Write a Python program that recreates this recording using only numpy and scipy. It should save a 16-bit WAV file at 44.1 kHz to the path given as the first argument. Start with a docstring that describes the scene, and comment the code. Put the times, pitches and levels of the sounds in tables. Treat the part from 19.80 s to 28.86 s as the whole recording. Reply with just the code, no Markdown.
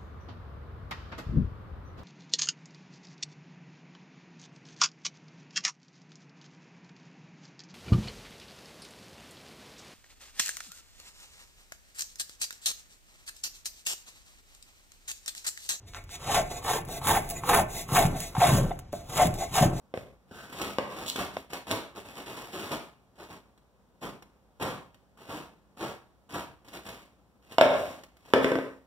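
"""A house murmurs around a bare room with a wooden floor. Stretch wrap is tugged off a hanging roll in short
bursts: thousands of tiny slips drum on the taut sheet and crackle. Early on the roll knocks about, the
boards boom, a trouser leg scuffs, creases snap and two clinging layers rip apart. The tugs go on until,
near the end, the roll knocks hard, then drops and clatters. A phone on the floor hears it all through
two ports and a noise suppressor."""
import sys
import numpy as np
from scipy import signal
from scipy.fft import rfft, irfft
from scipy.io import wavfile

SR = 44100
rng = np.random.default_rng(int(sys.argv[2]) if len(sys.argv) > 2 else 0)


def put_to_file(sound):
    """Save the sound as 16-bit audio at rate SR, in the file named by the first command-line argument."""
    columns = np.atleast_2d(sound).T  # one column per channel
    safe = np.clip(columns, -1, 1)
    whole_steps = np.round(safe * 32767)
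    wavfile.write(sys.argv[1], SR, whole_steps.astype(np.int16))


N = 399546


def undb(db):
    """Decibels to gain."""
    return 10 ** (np.asarray(db) / 20)


def unit(x):
    """Scale to unit energy."""
    return x / np.sqrt(np.sum(x ** 2))


def decay(t, t60_s):
    """Envelope that falls 60 dB in t60_s."""
    return np.exp(-np.log(1000) * t / t60_s)


def curve_at(table, hz):
    """Read a curve on a log-frequency axis."""
    freq_hz, value = np.transpose(table)
    return np.interp(np.log(hz + 1), np.log(freq_hz), value)


def tone(eq, size=1024):
    """Minimum-phase, unit-energy click coloured by an EQ curve."""
    cepstrum = irfft(np.log(undb(curve_at(eq, np.fft.rfftfreq(size, 1 / SR)))))
    cepstrum[1:size // 2] *= 2
    cepstrum[size // 2 + 1:] = 0
    return unit(irfft(np.exp(rfft(cepstrum))))


def convolve(x, impulse):
    """Filter and keep the scene's length."""
    return signal.fftconvolve(x, impulse)[:N]


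def add(track, start_s, x):
    """Mix x into the track at start_s."""
    i = int(start_s * SR)
    track[i:i + len(x)] += x[:N - i]


def slips(per_s, spread_db):
    """Random train of tiny releases with uneven sizes, rms 1."""
    chance, size, sign = rng.random(N), rng.standard_normal(N), rng.choice([-1, 1], N)
    clicks = (chance < per_s / SR) * sign * undb(spread_db * np.clip(size, -2, 2))
    return unit(clicks) * np.sqrt(N)


# Dark room tone: freq_hz, gain_db
MURMUR_EQ = [(25, -25), (42, -12), (57, 13.5), (78, -0.5), (130, 4), (200, 11), (330, 4), (520, 5),
             (1000, 0.5), (2000, -11.5), (5000, -17), (15500, -25)]

def house_murmur(level_db=-57):
    """The house lays a steady bed of low noise under everything."""
    return undb(level_db) * convolve(rng.standard_normal(N), tone(MURMUR_EQ, size=8192))


# Tugs, each starting as the film lets go, with a creep before it: start_s, creep_s, fall_s, level_db
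TUG_CUES = [(0.145, 0.0063, 0.083, -52.5), (.53, 0.051, 0.72, -50.5), (0.784, .062, 0.11, -35),
            (1.16, 0.064, 0.14, -40), (1.37, 0.0064, 0.065, -30), (1.534, 0, 0.068, -45),
            (1.722, 0.025, 0.048, -37.5), (1.896, 0.028, 0.058, -28.5), (2.149, 0, 0.052, -42),
            (2.24, 0, .16, -48), (2.356, 0.0025, 0.066, -43), (2.458, 0, 0.17, -42.5),
            (2.561, 0, 0.24, -48.5), (2.729, 0.0073, 0.24, -38.5), (2.907, 0, 0.031, -32),
            (3.376, 0.022, 0.085, -42.5), (3.491, 0.0066, 0.075, -43), (4.216, 0.0068, 0.065, -35),
            (4.802, 0.0058, 0.11, -30.5), (5.482, 0.11, .13, -36), (5.998, 0.029, 0.1, -33.5),
            (6.529, 0.039, 0.078, -32.5), (6.922, 0.076, 0.06, -41), (7.043, 0.021, 0.17, -44),
            (7.701, 0.081, 0.061, -46.5), (7.93, 0.043, 0.23, -41.5), (8.44, 0.058, 0.2, -50.5),
            (8.621, 0.0048, 0.16, -43.5)]
# The sheet crackles less when drawn taut, more when it hangs in wrinkles: time_s, crackle_db
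WRINKLE_RIDE = [(2.8, 1.5), (3.5, -3.5), (6.5, -1), (7.0, 1.5)]
# Single creases snapping: start_s, relative_level_db
CREASE_CUES = [(.7278, -34.5), (.8159, -23), (1.3594, -23.5), (1.703, -40.5), (1.7333, -26), (1.912, -16.5),
               (2.921, -31), (3.777, -47), (4.4238, -40), (4.8254, -25), (5.1445, -43.5), (6.8468, -46),
               (6.884, -38.5), (7.0648, -34.5), (7.089, -34), (7.721, -37), (8.2355, -37.5),
               (8.3685, -43.5), (8.6333, -35.5)]
# Low body of the drumming sheet: freq_hz, gain_db
SHEET_EQ = [(30, -16), (70, -5.5), (150, -5), (320, 0), (600, -3), (1100, -3.5), (1600, -10.5),
            (2500, -15.5), (5000, -26.5), (16000, -55)]
# Crisp edge of the peel line: freq_hz, gain_db
PEEL_EQ = [(200, -11.5), (1000, -5.5), (2400, 2), (3500, -2.5), (5500, -8), (7000, -10), (9000, -10.5),
           (11500, -12.5), (15500, -16.5)]

def film_tugs(tighten_s=0.072, tighten_db=-24, creep_db=(-16, -10), rise_s=0.025, fall_db=-14,
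              snap_after_s=0.011, release_db=-1, snap_s=0.0067, snap_boost_db=24, push_db=-9,
              pivot_db=-41, crackle_growth=0.71, crackle_db=-6, shared_slips=0.48):
    """The film tightens, creeps and lets go with a snap; slips drum the sheet, the peel line crackles."""
    t = np.arange(SR) / SR
    drum, crackle = np.zeros((2, N))
    snaps = list(CREASE_CUES)
    for start_s, creep_s, fall_s, level_db in TUG_CUES:
        # on harder tugs the crackle grows more slowly than the drumming
        crisp_db = pivot_db + crackle_growth * (level_db - pivot_db)
        crisp_db += np.interp(start_s, *np.transpose(WRINKLE_RIDE))
        crinkle = undb(crisp_db + tighten_db) * (t < tighten_s) * t / tighten_s
        add(crackle, max(start_s - tighten_s, 0), crinkle)
        # the film speeds up with the arm, then slows as the roll catches up
        since_s = t - creep_s
        speed = np.interp(since_s, [-creep_s - 1 / SR, 0, rise_s], [*undb(creep_db), 1])
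        speed *= undb(fall_db * (np.maximum(since_s - rise_s, 0) / fall_s) ** 2)
        add(drum, start_s - creep_s, undb(level_db) * speed)
        add(crackle, start_s - creep_s, undb(crisp_db) * speed ** crackle_growth)
        snaps.append((start_s + snap_after_s, crisp_db + release_db))
    # fill both envelopes with slips
    sheet_slips, fine_slips = slips(per_s=2200, spread_db=2.5), slips(per_s=900, spread_db=2.5)
    drum *= sheet_slips
    crackle *= shared_slips * sheet_slips + fine_slips
    for start_s, level_db in snaps:
        # a crease gives way: one push on the sheet and a brief spray of noise
        spray = unit(rng.standard_normal(SR) * np.exp(-t / snap_s))
        add(drum, start_s, [undb(level_db + snap_boost_db + push_db)])
        add(crackle, start_s, spray * undb(level_db + snap_boost_db))
    return convolve(drum, tone(SHEET_EQ)) + undb(crackle_db) * convolve(crackle, tone(PEEL_EQ))


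# Knocks of a knee on the floor and of the roll, and the roll's jerks, falls and bounces: start_s, level_db,
# pitch_hz, hardness_db, reverb_send_db
KNOCK_CUES = [(0.1396, -17, 523, -20, -5), (0.1744, -18, 530, -18, -13.5), (0.511, -30.5, 440, -23, -1),
              (0.9846, -13, 529, -9, -3.5), (1.358, -22.5, 670, -14, -6),
              (1.5684, -16.5, 630, -16.5, -16.5), (4.231, -28, 284, -32, 8.5),
              (4.8119, -23, 316, -17.5, 7.5), (7.7832, -6, 658, -8.5, -5), (7.8114, -1.5, 613, -10.5, -2),
              (7.857, -10.5, 580, -36, -1), (7.908, -13.5, 632, -32, 4), (8.5363, -5, 430, -9, -3.5),
              (8.562, -9, 503, -26, 1), (8.6448, -10, 417, -12, -3.5), (8.718, -9, 483, -18.5, -4.5),
              (8.7551, -13, 322, -16.5, -9), (8.787, -14, 480, -20, -28)]
# Ring of the roll and its hollow core: pitch_hz, level_db, t60_s
ROLL_MODES = [(267.5, -0.5, 0.55), (393, -2.5, 0.089), (462, -16, 0.6), (521.4, -2.5, 0.19),
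              (588, -15, 0.59), (670, 7, 0.054), (1000, -14.5, 0.14), (1118, -12, 0.041),
              (1250, -13.5, 0.26), (1543, -2.5, 0.065), (1712, -18.5, 0.12), (1910, -2, 0.041),
              (2800, -29.5, .15), (5080, -18, 0.043)]
# Hard clack of the end cap: freq_hz, gain_db
CAP_EQ = [(40, -36.5), (150, -15.5), (400, -21.5), (1000, 6), (1500, -4), (2000, -2), (3500, -11),
          (4200, -20.5), (5200, -19.5), (6500, -26.5), (8000, -28.5), (15500, -38.5)]

def roll_knocks(attack_s=0.00021, thud_t60_s=0.039, t60_doubling_db=12,
                held_ring_db=-32.5, free_ring_db=-23, let_go_s=8.4,
                rattle_s=0.0029, rattle_gain=0.93, clack_db=20,
                crack_hz=5100, crack_t60_s=0.006, crack_db=-5.5, low_cut_hz=130):
    """Blows thud at the struck spot's pitch, clack the cap and ring the roll; gives (direct, send)."""
    t = np.arange(SR) / SR
    direct, send = np.zeros((2, N))
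    attack, cap = 1 - np.exp(-t / attack_s), tone(CAP_EQ)
    modes = np.array([undb(db) * np.exp(2j * np.pi * hz * t) * decay(t, t60_s)
                      for hz, db, t60_s in ROLL_MODES])
    for start_s, level_db, pitch_hz, hardness_db, send_db in KNOCK_CUES:
        t60_s = thud_t60_s * 2 ** (level_db / t60_doubling_db)  # heavier blows thud for longer
        thud = -np.sin(2 * np.pi * pitch_hz * t) * decay(t, t60_s)
        ring_db = held_ring_db if start_s < let_go_s else free_ring_db  # damped while held
        phases = np.exp(2j * np.pi * rng.random(len(modes)))
        ring = undb(ring_db) * np.imag(phases @ modes)
        contact = rattle_gain * unit(rng.standard_normal(SR) * np.exp(-t / rattle_s))
        contact[0] -= 1  # the hit itself, ahead of its rattle
        clack = undb(hardness_db + clack_db) * convolve(contact, cap)[:SR]
        blow = undb(level_db) * (attack * (thud + ring) + clack)
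        # the end cap cracks at the instant of contact
        crack = np.sin(2 * np.pi * crack_hz * t) * decay(t, crack_t60_s)
        add(direct, start_s, blow + undb(level_db + hardness_db + crack_db) * crack)
        add(send, start_s, undb(send_db) * blow)
    # the slim roll radiates little bass
    return signal.sosfilt(signal.butter(2, low_cut_hz, "high", fs=SR, output="sos"), [direct, send])


# Soft bumps of a knee and of the roll: start_s, level_db, pitch_hz
BUMP_CUES = [(0.173, -35.5, 118), (0.514, -37, 200), (.985, -32.5, 211), (1.386, -39, 85)]

def floor_booms(t60_s=0.057):
    """The floorboards answer each bump with a short, low boom."""
    t = np.arange(SR) / SR
    booms = np.zeros(N)
    for start_s, level_db, pitch_hz in BUMP_CUES:
        add(booms, start_s, undb(level_db) * np.sin(2 * np.pi * pitch_hz * t) * decay(t, t60_s))
    return booms


# Cloth on wood: freq_hz, gain_db
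CLOTH_EQ = [(100, -12), (250, -13), (600, -8), (1000, -5), (1550, 1), (2100, -14), (4000, -13),
            (15000, -28)]

def trouser_scuff(start_s=0.5, length_s=0.19, level_db=-50):
    """Fibres catch and slip as a trouser leg slides across the boards."""
    progress = np.clip((np.arange(N) / SR - start_s) / length_s, 0, 1)
    slide = undb(level_db) * np.sqrt(np.maximum(np.sin(np.pi * progress), 0))
    return convolve(slide * slips(per_s=4000, spread_db=3), tone(CLOTH_EQ))


# Thin, bright rip, on too short a span to drum: freq_hz, gain_db
RIP_EQ = [(1500, -32), (2400, -4.5), (3050, 3), (3900, 6.5), (5000, -3), (7500, -2), (10000, -6.5),
          (15500, -11.5)]

def layer_rip(start_s=1.262, length_s=0.04, end_db=-26.5, swell_db=13):
    """Two clinging layers part in a fast run of slips that swells, then stops dead."""
    progress = (np.arange(N) / SR - start_s) / length_s
    gate = (progress > 0) * (progress < 1)
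    swell = undb(end_db - swell_db * (1 - np.clip(progress, 0, 1)))
    return convolve(gate * swell * slips(per_s=2500, spread_db=11), tone(RIP_EQ))


# Decay of the bare room: freq_hz, t60_s
ROOM_DECAY = [(60, 0.73), (250, 0.56), (600, 0.61), (1200, 0.69), (3000, 0.59), (7000, 0.45), (16000, 0.39)]

def room_tail(far_swell, far_s, far_width_s, build_s=0.00062, spread_db=4):
    """Uneven early echoes, a swell from the far walls, then a wash whose treble dies first."""
    t = np.arange(SR) / SR
    shape = 1 - np.exp(-t / build_s) + far_swell * np.exp(-((t - far_s) / far_width_s) ** 2)
    echoes = rng.standard_normal(SR) * undb(spread_db * rng.standard_normal(SR)) * shape
    hz, time_s, bands = signal.stft(echoes, SR, nperseg=256)
    bands *= decay(time_s, curve_at(ROOM_DECAY, hz)[:, None])
    return unit(signal.istft(bands, SR)[1])


def shifting_reverb(x, rate_hz=3.1):
    """Two tails crossfade: the echo pattern keeps changing as the roll swings and the arms move."""
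    angle = 2 * np.pi * rate_hz * np.arange(N) / SR
    return sum(convolve(x * fade(angle), room_tail(far_swell=0.061, far_s=0.038, far_width_s=0.19))
               for fade in (np.cos, np.sin))


# Phase by which the left port trails the right: freq_hz, lag_half_turns
PORT_LAG = [(0, 0), (600, -.08), (1300, .04), (2200, 1), (3300, 2), (4480, 3), (6650, 5), (8780, 7),
            (10700, 9), (16000, 14.1)]
# Stereo width of the diffuse sound: freq_hz, side_db
PORT_WIDTH = [(30, -6), (70, -5), (130, -6), (300, -8), (600, -9), (1200, -6.5), (4000, -4.5), (8000, -5),
              (13000, -1)]

def phone_ports(mid, side):
    """Two spaced ports: one trails the other, and they hear the diffuse sound differently."""
    hz = np.fft.rfftfreq(N, 1 / SR)
    mid_bins, side_bins = rfft(mid), rfft(side) * undb(curve_at(PORT_WIDTH, hz))
    lag = np.exp(-1j * np.pi * np.interp(hz, *np.transpose(PORT_LAG)))
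    return irfft([(mid_bins + side_bins) * lag, mid_bins - side_bins], N)


def noise_suppressor(x, threshold_db=-48, floor_db=-11, steepness=3.02, follow_s=0.0038, bass_hz=110):
    """A soft gate, linked across both channels, turns down faint sound above the bass."""
    bass = signal.sosfiltfilt(signal.butter(2, bass_hz, fs=SR, output="sos"), x)
    upper = x - bass
    pole = np.exp(-1 / (follow_s * SR))
    rms = np.sqrt(signal.lfilter([1 - pole], [1, -pole], np.mean(upper ** 2, axis=0)))
    opening = (rms / undb(threshold_db)) ** steepness
    return bass + upper * (undb(floor_db) + opening) / (1 + opening)


def scene(film_direct_db=-2, film_send_db=-7.5, floor_send_db=-3):
    """Film, roll and floor reach the ports over their reverb and the murmur of the house."""
    film = film_tugs() + layer_rip()
    floor = floor_booms() + trouser_scuff()
    knocks, knock_send = roll_knocks()
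    diffuse = []
    for _ in ("mid", "side"):
        film_reverb = shifting_reverb(undb(film_send_db) * film)
        # blows at floor level come back strongly from the far walls
        slap = room_tail(far_swell=0.48, far_s=0.15, far_width_s=0.043)
        floor_reverb = convolve(knock_send + undb(floor_send_db) * floor, slap)
        diffuse.append(film_reverb + floor_reverb + house_murmur())
    direct = undb(film_direct_db) * film + knocks + floor
    return phone_ports(mid=direct + diffuse[0], side=diffuse[1])


def record(dry, low_cut_hz=45, high_cut_hz=15700):
    """The phone's chain: rumble cut, noise suppressor, clipping at full scale, steep top cut."""
    low_cut = signal.butter(3, low_cut_hz, "high", fs=SR, output="sos")
    high_cut = signal.ellip(10, 0.2, 70, high_cut_hz, fs=SR, output="sos")
    gated = noise_suppressor(signal.sosfilt(low_cut, dry))
    return signal.sosfilt(high_cut, np.clip(gated, -1, 1))


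dry = scene()
out = record(dry)
put_to_file(out)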